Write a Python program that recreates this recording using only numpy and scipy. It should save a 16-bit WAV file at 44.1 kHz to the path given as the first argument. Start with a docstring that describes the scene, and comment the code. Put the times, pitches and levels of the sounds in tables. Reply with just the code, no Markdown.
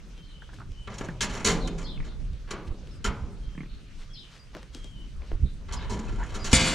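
"""Low wind and faint birdsong come first, then a light footstep and a pig's short rattling grunts.
Soon pigs root at a sheet-metal feeder beside a steel barn: noise bursts shake a hollow bin, then one loud clang.
Grunts are throat pulses ringing in snout and chest; boots are a snap, crunching grit and a thud.
Birds are gliding tones with echoes; wind, rumble and grass hiss are bands of coloured noise."""
import sys
import numpy as np
from scipy import signal
from scipy.io import wavfile

SR = 44100
rng = np.random.default_rng(int(sys.argv[2]) if len(sys.argv) > 2 else 0)


def output_pcm(signal):
    """Save a mono or channel-first signal as 16-bit PCM at the path in sys.argv[1].

    Samples are clipped to [-1, 1] before scaling.
    """
    pcm = np.clip(np.atleast_2d(signal).T, -1, 1) * 32767
    wavfile.write(sys.argv[1], SR, np.round(pcm).astype(np.int16))


N = 297234
T = np.arange(N) / SR   # time of every sample [s]


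def from_db(db):
    """Turn decibels into a gain."""
    return 10 ** (np.asarray(db) / 20)


def rms_one(x):
    """Scale a sound to an average strength (rms) of 1."""
    return x / np.sqrt(np.mean(x ** 2) + 1e-20)


def in_time(rows):
    """Read a time table at every sample, with straight lines between its rows."""
    times, *columns = np.transpose(rows)
    return [np.interp(T, times, column) for column in columns]


def at_hz(points, hz):
    """Read a frequency table at the given pitch, with even steps per octave."""
    table_hz, *columns = np.transpose(points)
    return [np.interp(np.log(hz), np.log(table_hz), column) for column in columns]


def cut(x, hz, kind, order=2):
    """Keep only the lows, the highs or a band (Butterworth filter)."""
    sos = signal.butter(order, np.clip(hz, 10, .45 * SR), kind, fs=SR, output="sos")
    return signal.sosfilt(sos, x + 1e-18)


def drift(rate, size=N):
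    """Wander at random: straight lines join chance points of spread 1, `rate` points a second."""
    points = rng.standard_normal(int(size * rate / SR) + 2)
    return np.interp(np.arange(size) * rate / SR, np.arange(len(points)), points)


def ring(x, hz, width_hz):
    """Ring at one pitch when struck, like a resonance; a wider one dies sooner."""
    radius = np.exp(-np.pi * width_hz / SR)
    angle = 2 * np.pi * hz / SR
    return signal.lfilter([0, np.sin(angle)], [1, -2 * radius * np.cos(angle), radius * radius], x + 1e-18)


def dying(t, t60):
    """Fade away smoothly, losing 60 dB in t60 seconds."""
    return np.exp(-np.log(1000) * t / t60)


def add(out, s, x):
    """Mix a sound in at its time."""
    i = int(np.clip(round(s * SR), 0, N - 1))
    out[..., i:i + x.shape[-1]] += x[..., :N - i]


def grains(size, spread_db):
    """Many tiny contacts of uneven strength, packed into a noise of rms 1."""
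    strength = from_db(spread_db * np.tanh(drift(1200, size=size)))
    return rms_one(rng.standard_normal(size) * strength)


def placed(x, pan_db):
    """Lean a sound to the left (+) or right (-)."""
    return x * from_db(np.array([[pan_db], [-pan_db]]) / 2)


EDGES_HZ = 18 * 2 ** np.arange(0, 10.1, .5)   # half-octave band edges


def bands(spectrum, likeness, size):
    """Split stereo noise into half-octave bands of rms 1: (centre [Hz], gain, noise)."""
    white = rng.standard_normal((2, 2, size + SR // 4))   # the extra start lets the filters settle
    for k, (low, high) in enumerate(zip(EDGES_HZ, EDGES_HZ[1:])):
        hz = np.sqrt(low * high)
        if spectrum[0][0] < hz < spectrum[-1][0]:
            mid, side = cut(white[k % 2], [low, high], "band")[:, -size:]
            alike = np.clip(at_hz(likeness, hz)[0], -1, 1)
            pair = np.sqrt(1 + alike) * mid + np.sqrt(1 - alike) * np.array([side, -side])
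            power = np.mean(from_db(at_hz(spectrum, np.linspace(low, high))[0]) ** 2)
            yield hz, np.sqrt(power * (high - low)), rms_one(pair)


# How alike left and right are in the open air: (frequency [Hz], likeness [0 to 1])
AIR_LIKENESS = [(60, 0.74), (150, 1), (400, 0.85), (1000, 0.7), (3000, 0.57), (13000, 0.61)]


def steady(spectrum, flicker_db, rate):
    """Lasting coloured stereo noise whose bands flicker separately; rms 1."""
    total = 0
    for _, gain, noise in bands(spectrum, AIR_LIKENESS, N):
        total = total + gain * from_db(flicker_db * drift(rate)) * noise
    return rms_one(total)


# Colour of the low rumble: (frequency [Hz], level per Hz [dB])
RUMBLE_COLOUR = [(90, -4), (140, 1.5), (250, -8.5), (380, -16), (550, -24)]
# Colour of the dry grass hiss: (frequency [Hz], level per Hz [dB])
GRASS_COLOUR = [(400, -9), (600, -4), (850, -54), (1100, -2.5), (1800, -11), (2600, -6.5), (4000, -11),
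                (7200, -15), (8300, -46), (15000, -20)]


def pasture():
    """A low rumble grows with the breeze, over a lightly flickering hiss of dry grass."""
    rumble_db = -32 + 0.47 * in_time(BREEZE_STRENGTH)[0]
    rumble = from_db(rumble_db) * steady(RUMBLE_COLOUR, flicker_db=4.0, rate=13)
    hiss = cut(steady(GRASS_COLOUR, flicker_db=2.5, rate=24), 13500, "low")
    return rumble + from_db(-60.0) * hiss


# Strength of the breeze, before gain: (time [s], level [dB])
BREEZE_STRENGTH = [(0.0, -46), (1.11, -42), (1.18, -39), (2.25, -37), (2.5, -45), (3.04, -39.5),
                   (4.39, -49), (5.56, -36.5), (6.74, -35.5)]
# Colour of wind at the microphone: (frequency [Hz], level per Hz [dB])
WIND_COLOUR = [(17, 7), (50, 5), (80, -10.5), (130, -11)]
BREEZE_GAIN_DB = 3


def breeze():
    """Swirls of air at the microphone make a lumpy bed of low noise."""
    level_db = in_time(BREEZE_STRENGTH)[0] + BREEZE_GAIN_DB
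    return from_db(level_db) * steady(WIND_COLOUR, flicker_db=5.5, rate=8.5)


# Gusts striking the microphone: (time at the middle [s], level [dB], upper edge [Hz])
GUSTS = [(0.693, -39, 109), (2.327, -29.5, 61.7), (2.707, -28, 55), (3.093, -27, 55), (3.241, -32, 64),
         (3.48, -32.5, 69.5), (5.345, -26, 59.6), (5.448, -18.5, 98)]
GUST_S = 0.021   # spread of each bell-shaped swell


def gusts():
    """Single buffets on the microphone: brief swells of very low noise."""
    out, t = np.zeros(N), T[:SR // 2] - 1 / 4
    shape = np.exp(-(t / GUST_S) ** 2 / 2)
    for s, db, edge_hz in GUSTS:
        eddy = cut(cut(rng.standard_normal(len(t)), edge_hz, "low", order=3), 8.6, "high")
        add(out, s - 1 / 4, from_db(db) * rms_one(eddy * shape) * np.sqrt(np.mean(shape ** 2)))
    return out


def glides(rows):
    """Gliding tones with a fast, uneven trill in pitch and a slightly wavering level."""
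    out = np.zeros(N)
    for s, length, start_hz, end_hz, db, warble in rows:
        u = np.linspace(0, 1, int(length * SR))   # progress through the note
        trill = np.sin(2 * np.pi * 85 * u * length + drift(61.3, size=len(u))) + 0.6 * drift(604, size=len(u))
        hz = start_hz * (end_hz / start_hz) ** u * (1 + warble * trill)
        swell = np.sqrt(np.abs(np.sin(np.pi * u))) * from_db(3.3 * drift(73.4, size=len(u)))
        add(out, s, from_db(db) * np.sqrt(2) * swell * np.sin(2 * np.pi * np.cumsum(hz) / SR))
    return out


# One bird's sinking whistles: (time [s], length [s], start pitch [Hz], level [dB])
WHISTLES = [(0.145, 0.35, 3183, -66.5), (0.717, 0.18, 3050, -62), (3.397, 0.22, 3227, -69),
            (4.098, 0.052, 3320, -60), (4.722, 0.212, 3280, -63), (4.911, 0.15, 3045, -62.5)]
WHISTLE_SAG_HZ_PER_S2 = 2200   # the drop grows with the square of the length
# Another bird's short falling chirps: (time [s], length [s], top pitch [Hz], level [dB])
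CHIRPS = [(0.242, 0.06, 4500, -69.5), (1.599, 0.076, 4356, -54), (1.671, 0.042, 3920, -60),
          (2.902, 0.06, 5570, -65.5), (4.387, 0.024, 5000, -61)]
CHIRP_FALL_OCTAVES_PER_S = 4
FULL_CHIRP_S = 0.13   # a chirp this long has the full warble
# Its flutters, trilling widely around a steady pitch: (time [s], length [s], pitch [Hz], level [dB])
FLUTTERS = [(.275, 0.059, 3900, -69), (.4, 0.054, 3290, -63), (2.067, .055, 3900, -61.5),
            (3.683, 0.079, 3950, -67), (5.42, 0.073, 3850, -64.5)]
# Notes of its quick twitter: (time after the start [s], length [s], start [Hz], end [Hz], relative level [dB])
TWITTER_NOTES = [(0, .055, 5240, 4830, -3), (.01, .075, 4500, 3456, 0), (.025, .03, 3150, 3600, 1),
                 (0.077, 0.0505, 3250, 2950, -4)]
# When it twitters: (time [s], level [dB])
TWITTERS = [(1.828, -52), (4.131, -53), (5.755, -58)]
# Warbles, as a share of pitch
WHISTLE_WARBLE, CHIRP_WARBLE, FLUTTER_WARBLE, TWITTER_WARBLE = 0.015, 0.1, 0.088, 0.044


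def song():
    """Whistles sink, chirps fall and trill wider when longer, flutters stay level, twitters repeat a phrase."""
    notes = []
    for s, length, hz, db in WHISTLES:
        notes.append((s, length, hz, hz - WHISTLE_SAG_HZ_PER_S2 * length ** 2, db, WHISTLE_WARBLE))
    for s, length, hz, db in CHIRPS:
        end_hz = hz / 2 ** (CHIRP_FALL_OCTAVES_PER_S * length)
        notes.append((s, length, hz, end_hz, db, CHIRP_WARBLE * (length / FULL_CHIRP_S) ** 2))
    for s, length, hz, db in FLUTTERS:
        notes.append((s, length, hz, hz, db, FLUTTER_WARBLE))
    for s, db in TWITTERS:
        for delay, length, start_hz, end_hz, note_db in TWITTER_NOTES:
            notes.append((s + delay, length, start_hz, end_hz, db + note_db, TWITTER_WARBLE))
    return glides(notes)


def birds():
    """Far birdsong, smeared by echoes from the barn: a fading burst of noise stands for the echoes."""
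    calls = song()
    mid, side = rng.standard_normal((2, SR)) * dying(T[:SR], .32)
    echoes = rms_one(mid + 0.65 * np.array([side, -side])) / np.sqrt(SR)
    return calls + from_db(4.5) * signal.fftconvolve(calls[None], echoes)[:, :N]


# Legs and boots brush through dry grass: (time at the middle [s], length [s], level [dB])
SWISHES = [(2.678, 0.0086, -53), (4.019, 0.03, -54), (4.348, 0.052, -55), (5.284, 0.047, -59)]


def swishes():
    """Dry stalks rub in a soft swell of grains."""
    out, t = np.zeros(N), T[:SR // 2] - 1 / 4
    for s, length, db in SWISHES:
        rustle = rms_one(cut(cut(grains(len(t), 2.9), [600, 5000], "band", order=1), 5900, "low"))
        add(out, s - 1 / 4, from_db(db) * rustle * np.exp(-(t / length) ** 2))
    return out


# Boots and hooves on grit, and a bucket knock at 1.011 s: (time of the snap [s], level [dB], pitch [Hz])
STEPS_AND_KNOCK = [(0.178, -41, 3600), (0.542, -42.5, 5000), (.599, -46, 6500), (.719, -43.5, 5430),
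                   (1.011, -24.5, 550), (1.087, -35.5, 3000), (2.333, -45.5, 4000), (2.873, -41, 2620),
                   (4.55, -26, 890), (4.568, -35.5, 1510), (4.63, -35.5, 2520), (4.748, -30.5, 5500),
                   (4.844, -34, 5600), (5.22, -36, 640), (5.317, -27.5, 600)]
CRUNCH_DB, ORDINARY_STEP_DB = -19.5, -44   # grit against the snap in an ordinary step, and that step's level
CRUNCH_LAG = 0.22   # a harder step is mostly snap: dB less crunch per dB
CRUNCH_RISE_S, CRUNCH_S = 0.017, 0.059   # grit starts to give just before the snap


def steps_and_knock():
    """A step is a stone or stalk snapping, crunching grit and a dull thud; a bucket knock is made the same way."""
    out, t = np.zeros(N), T[:SR // 3] - 1 / 20
    after = np.maximum(t, 0)
    press = np.exp(-(t / np.where(t < 0, CRUNCH_RISE_S, CRUNCH_S)) ** 2)
    for s, db, hz in STEPS_AND_KNOCK:
        crunch_db = CRUNCH_DB - CRUNCH_LAG * (db - ORDINARY_STEP_DB)
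        snap = rng.standard_normal(len(t)) * (t >= 0) * dying(after, 0.0072)
        force = snap + from_db(crunch_db) * grains(len(t), 0.92) * press
        sound = cut(cut(force, [hz / 2.4, hz * 1.13], "band", order=1), min(6 * hz, 8500), "low", order=3)
        thud = rms_one(cut(rng.standard_normal(len(t)), [130, 400], "band")) * (t >= 0) * dying(after, 0.16)
        add(out, s + t[0], from_db(db) * (sound / np.abs(sound).max() + from_db(-11.5) * thud))
    return out


# Grunts: (time [s], length [s], pulses per second [1/s], snout pitch [Hz], snout level [dB], chest level [dB])
GRUNTS = [(0.42, .02, 30, 1560, -37, -59), (0.491, 0.077, 25, 1500, -35, -60),
          (0.586, 0.054, 65, 1360, -33, -67), (1.086, .02, 36, 1530, -25.5, -22.5),
          (1.975, 0.09, 37.5, 1960, -36.5, -26.5), (3.551, 0.13, 37, 1780, -35.5, -21.5),
          (6.186, 0.081, 114, 1450, -29, -42)]
# Snout resonances: (ratio to the snout's pitch, width [Hz], relative level [dB])
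SNOUT = [(.62, 354, -5), (1, 325, 0), (1.15, 357, 0.5)]
# Chest resonances: (frequency [Hz], width [Hz], relative level [dB])
CHEST = [(162.5, 14, -8), (282, 78, -8)]
GRUNT_UNEVEN_DB = 1   # chance differences between throat pulses
SNOUT_WOBBLE = 0.084   # the snout changes shape from pulse to pulse: share of its pitch


def grunts():
    """Separate throat pulses ring in the chest and a shape-changing snout, swelling and fading in each grunt."""
    snout, chest, t = np.zeros(N), np.zeros(N), T[:SR // 20]
    for s, length, rate, snout_hz, snout_db, chest_db in GRUNTS:
        unevenness = rng.standard_normal(int(length * rate) + 2)
        for delay, chance in zip(np.arange(0, length, 1 / rate), unevenness):
            progress = (delay + .5 / rate) / max(length, 1 / rate)
            effort = from_db(GRUNT_UNEVEN_DB * chance - 14 * (1 - 2 * progress) ** 2)
            # a click plus a little noise
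            pulse = 0.097 * rng.standard_normal(len(t)) * dying(t, 0.074) + (t == 0)
            hz = snout_hz * (1 + SNOUT_WOBBLE * rng.standard_normal())
            knock = 0
            for k, (ratio, width_hz, db) in enumerate(SNOUT):
                knock = knock + (-1) ** k * from_db(db) * ring(pulse, ratio * hz, width_hz)
            add(snout, s + delay, from_db(snout_db) * effort * knock)
            add(chest, s + delay, from_db(chest_db) * effort * (t == 0))
    body = sum((-1) ** k * from_db(db) * ring(chest, hz, width_hz) for k, (hz, width_hz, db) in enumerate(CHEST))
    return cut(snout + body, 3400, "low", order=4)   # soft flesh swallows the treble


# How alike left and right are in metal blows: (frequency [Hz], likeness [0 to 1])
BLOW_LIKENESS = [(150, 1), (1000, 0.98), (4000, 0.86), (8000, 0.73), (13000, 0.077)]


def panel(spectrum, rings, blow_t60):
    """Sheet steel when struck: crowded tones give a short crash, then a ring that fades at its own pace by pitch."""
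    t, out = T[:SR], 0
    for hz, gain, noise in bands(spectrum, BLOW_LIKENESS, SR):
        ring_db, t60 = at_hz(rings, hz)
        crash = rms_one(noise * dying(t, blow_t60))
        swell = 1 - dying(t, blow_t60)
        ringing = rms_one(noise * swell * dying(t, t60))
        out = out + gain * rms_one(crash + from_db(ring_db) * ringing)
    return rms_one(out) / np.sqrt(SR)


def zing(x, peaks):
    """Resonances lift narrow parts of the spectrum."""
    out = x
    for hz, width_hz, db in peaks:
        out = out + from_db(db) * signal.lfilter(*signal.iirpeak(hz, hz / width_hz, fs=SR), x + 1e-18)
    return out


def coloured(burst, bass_hz, treble_hz, bass_db, treble_db):
    """Set bass and treble apart: a heavy contact has more bass, a hard one more treble."""
    bass, rest = cut(burst, bass_hz, "low", order=3), cut(burst, bass_hz, "high", order=3)
    middle, treble = cut(rest, treble_hz, "low", order=3), cut(rest, treble_hz, "high", order=3)
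    return from_db(bass_db) * bass + middle + from_db(treble_db) * treble


RATTLE_DB, RATTLES_PER_S = 0.95, 160   # loose metal chatters unevenly within a blow


def clatter(rows, bass_hz, treble_hz, spread_db, snap):
    """Each blow is one sharp contact and an unevenly rattling burst of smaller ones."""
    out, t = np.zeros(N), T[:SR // 2]
    for s, db, length, bass_db, treble_db in rows:
        rattle = from_db(RATTLE_DB * drift(RATTLES_PER_S, size=len(t)))
        burst = snap * (t == 0) + grains(len(t), spread_db) * rattle * np.exp(-(t / length) ** 2)
        add(out, s, from_db(db) * coloured(burst, bass_hz, treble_hz, bass_db, treble_db))
    return out


# The loud clang and its rattle: (time [s], level [dB], clatter length [s], bass [dB], treble [dB])
CLANGS = [(6.53, -7.5, 0.0063, 0.5, -10), (6.538, -22.5, 0.033, 11, 5.5), (6.594, -26.5, 0.13, 2, -6),
          (6.669, -32, 0.041, -16, 1.5)]
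# Colour of the struck sheet: (frequency [Hz], level per Hz [dB])
SHEET_COLOUR = [(100, -3.5), (250, -11.5), (380, -20), (520, -22.5), (780, -16), (2100, -16), (4300, -15.5),
                (5600, -22), (7400, -14.5), (10000, -32.5), (13000, -57)]
# Its lingering ring: (frequency [Hz], ring against blow [dB], time to fade 60 dB [s])
SHEET_RING = [(102, -9.5, 0.26), (510, 8, 2.5), (2010, 2, 0.64), (4500, 8.5, 0.19), (8850, -19, 1.4)]
# Its bright resonances: (frequency [Hz], width [Hz], lift [dB])
SHEET_PEAKS = [(7170, 490, -2)]
# Its single singing tones: (frequency [Hz], level [dB])
SHEET_TONES = [(521.5, -31.5), (673.5, -36.5), (1618, -40), (2075, -30.5), (2596, -39), (2922, -35),
               (3444, -33.5), (4634, -33.5), (7600, -37)]
SHEET_TONE_T60_S = 1.8
# The whole wall flexing: (frequency [Hz], level [dB], time to fade 60 dB [s])
WALL_BOOM = [(48.5, -20, 0.43), (70.6, -13.5, 0.25), (262, -5.5, 0.037)]


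def clang():
    """A hard slam rattles a steel sheet, each blow on another spot; single tones sing on and the wall booms."""
    out, t = np.zeros((2, N)), T[:SR]
    for s, *blow in CLANGS:
        force = clatter([(0, *blow)], bass_hz=358, treble_hz=5000, spread_db=5.5, snap=8.8)[:SR // 2]
        response = zing(panel(SHEET_COLOUR, SHEET_RING, blow_t60=0.021), SHEET_PEAKS)
        struck = signal.fftconvolve(force[None], response)
        add(out, s, from_db(2.0) * cut(struck, 10900, "low", order=4))
    tones = sum(from_db(db) * np.sin(2 * np.pi * (hz * t + rng.random())) for hz, db in SHEET_TONES)
    boom = sum(from_db(db) * dying(t, t60) * np.sin(2 * np.pi * hz * t) for hz, db, t60 in WALL_BOOM)
    add(out, 6.531, tones * dying(t, SHEET_TONE_T60_S) + boom)
    return out


# Snouts rub along the feeder; the row at 2.039 s is a soft noise burst just after a grunt, and the row
# at 6.508 s a short noise swell leading into the clang: (time [s], level [dB], length [s], treble [dB])
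RUBS_AND_SWELLS = [(0.896, -37.5, 0.053, -11), (0.936, -44, 0.12, -1), (1.291, -37, 0.16, -3.5),
                   (1.774, -41, 0.06, -2), (2.039, -43, 0.042, -7), (2.467, -45, 0.17, -27),
                   (5.679, -43, 0.26, -17), (5.95, -48, 1, -6.5), (6.271, -46, 0.84, -5.5),
                   (6.508, -26.5, 0.026, 4.5)]
RUB_BASS_DB = 2
RUB_RISE_S, RUB_JERK_DB, RUB_JERKS_PER_S = 0.0087, 3.5, 90   # each rises quickly, then jerks unevenly


def rubs_and_swells():
    """A snout takes hold of the metal and scrapes in uneven jerks; two other noise swells are made the same way."""
    out, t = np.zeros(N), T[:SR // 2]
    for s, db, length, treble_db in RUBS_AND_SWELLS:
        jerks = from_db(RUB_JERK_DB * drift(RUB_JERKS_PER_S, size=len(t)))
        push = (1 - np.exp(-t / RUB_RISE_S)) * np.exp(-(t / length) ** 2) * jerks
        add(out, s, from_db(db) * coloured(grains(len(t), 9.0) * push, 490, 3400, RUB_BASS_DB, treble_db))
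    return out


# Feeder flaps fall; the row at 1.01 s is no flap but lends the bucket knock a ring in the bin: # (time [s],
# level [dB], clatter length [s], bass [dB], treble [dB], own note [Hz], note against clatter [dB])
FLAPS = [(0.873, -33, 0.0089, 2, -18, 1740, 4), (1.01, -30.5, 0.0078, 2.5, -24, 647, 11),
         (1.207, -28, 0.042, 1, 7.5, 1890, 12), (1.446, -24, 0.072, 4.5, 5.5, 2030, 9.5),
         (2.507, -27.5, 0.018, 3.5, -2.5, 1530, 6.5), (3.043, -25.5, 0.033, 0, -1.5, 1344, 5),
         (5.724, -35.5, 0.026, -8, 4.5, 960, 9), (5.896, -37, 0.053, 11, 1.5, 986, 9),
         (6.342, -35, 0.028, 5, 1, 1270, 5), (6.443, -33.5, 0.048, -4, 5.5, 1920, 2)]
# Light ticks of a flap's edge: (time [s], level [dB])
TICKS = [(0.94, -45), (.982, -36.5), (1.335, -44), (1.372, -48), (1.674, -36.5), (5.99, -40.5)]
TICK_LENGTH_S, TICK_BASS_DB, TICK_TREBLE_DB = 0.0089, -14, 4.5
REBOUND_S, REBOUND_LOSS_DB, REBOUND_LENGTH_S = .025, 12, 0.016   # every flap lands a second time
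REBOUND_BASS_DB, REBOUND_TREBLE_DB = 8.5, -5   # added to the colour of its first blow


def feeder_contacts():
    """List falls, rebounds and ticks: (time [s], level [dB], length [s], bass [dB], treble [dB])."""
    falls = [flap[:5] for flap in FLAPS]
    rebounds = [(s + REBOUND_S, db - REBOUND_LOSS_DB, REBOUND_LENGTH_S,
                 bass_db + REBOUND_BASS_DB, treble_db + REBOUND_TREBLE_DB)
                for s, db, _, bass_db, treble_db in falls]
    ticks = [(s, db, TICK_LENGTH_S, TICK_BASS_DB, TICK_TREBLE_DB) for s, db in TICKS]
    return falls + rebounds + ticks


FLAP_RING_Q = 8.6   # pitch over width: each flap's own note is broad and short


def flap_notes():
    """While it clatters, each flap rings at a pitch of its own."""
    out, t = np.zeros(N), T[:SR // 4]
    for s, db, length, _, _, note_hz, note_db in FLAPS:
        width_hz = note_hz / FLAP_RING_Q
        burst = grains(len(t), 11.0) * np.exp(-(t / (0.68 * length)) ** 2)
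        note = ring(burst, note_hz, width_hz) * 2 * np.pi * width_hz / SR
        add(out, s, from_db(db + note_db) * note)
    return out


# Colour of the bin under a flap: (frequency [Hz], level per Hz [dB])
BIN_COLOUR = [(95, -10), (138, 4), (178, -2.5), (225, -6), (543, -12.5), (663, -19), (718, -8),
              (2020, -15.5), (4040, -20), (5450, -22.5), (7340, -29), (10500, -29.5), (13000, -53)]
# Its lingering ring: (frequency [Hz], ring against blow [dB], time to fade 60 dB [s])
BIN_RING = [(150, 0, 1.35), (500, 12, 1.2), (1110, 2, 0.46), (3140, -7.5, 0.34), (8000, -22, 0.98)]
# The flaps' bright zing: (frequency [Hz], width [Hz], lift [dB])
BIN_PEAKS = [(5500, 250, -7), (7000, 380, 2.5)]
# Short squeaky tones: hinges, a bird's high note at 5.765 s and a pig's hoarse squeal at 6.185 s:
# (time [s], length [s], pitch [Hz], level [dB])
SQUEAKY_TONES = [(5.716, 0.12, 960, -55), (5.765, 0.023, 5000, -50), (6.073, 0.027, 2620, -53.5),
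                 (6.185, 0.053, 948, -39.5), (6.39, 0.085, 4890, -50)]
SQUEAKY_WARBLE_HZ = 60.3


def flaps_and_squeaky_tones():
    """Flaps, rubs and noise swells ring in the hollow bin; short squeaky tones are added without it."""
    blows = clatter(feeder_contacts(), bass_hz=503, treble_hz=2870, spread_db=5.5, snap=4.8)
    force = blows + flap_notes() + rubs_and_swells()
    response = zing(panel(BIN_COLOUR, BIN_RING, blow_t60=0.027), BIN_PEAKS)
    sound = signal.fftconvolve(force[None], response)[:, :N]
    tones = glides([(s, length, hz, hz, db, SQUEAKY_WARBLE_HZ / hz) for s, length, hz, db in SQUEAKY_TONES])
    return from_db(1.0) * cut(sound, 10350, "low", order=4) + tones


def scene():
    """Mix the open air, the animals and the feeder; the clang's treble leans left."""
    air = pasture() + placed(breeze(), pan_db=-1.1) + placed(gusts(), pan_db=-5.5)
    field = placed(birds() + swishes() + steps_and_knock(), pan_db=2.0)
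    pig = placed(grunts(), pan_db=-2.0)
    slam = clang()
    dull = cut(slam, 4900, "low", order=1)
    slam_placed = placed(dull, pan_db=-1.0) + placed(slam - dull, pan_db=3.0)
    return air + field + pig + slam_placed + flaps_and_squeaky_tones()


def record(dry):
    """Round off the peaks and cut the very top of the treble."""
    top_cut = signal.ellip(10, .1, 80, 15400, fs=SR, output="sos")   # edge at 15400 Hz
    return signal.sosfilt(top_cut, np.tanh(dry))


dry = scene()
out = record(dry)
output_pcm(out)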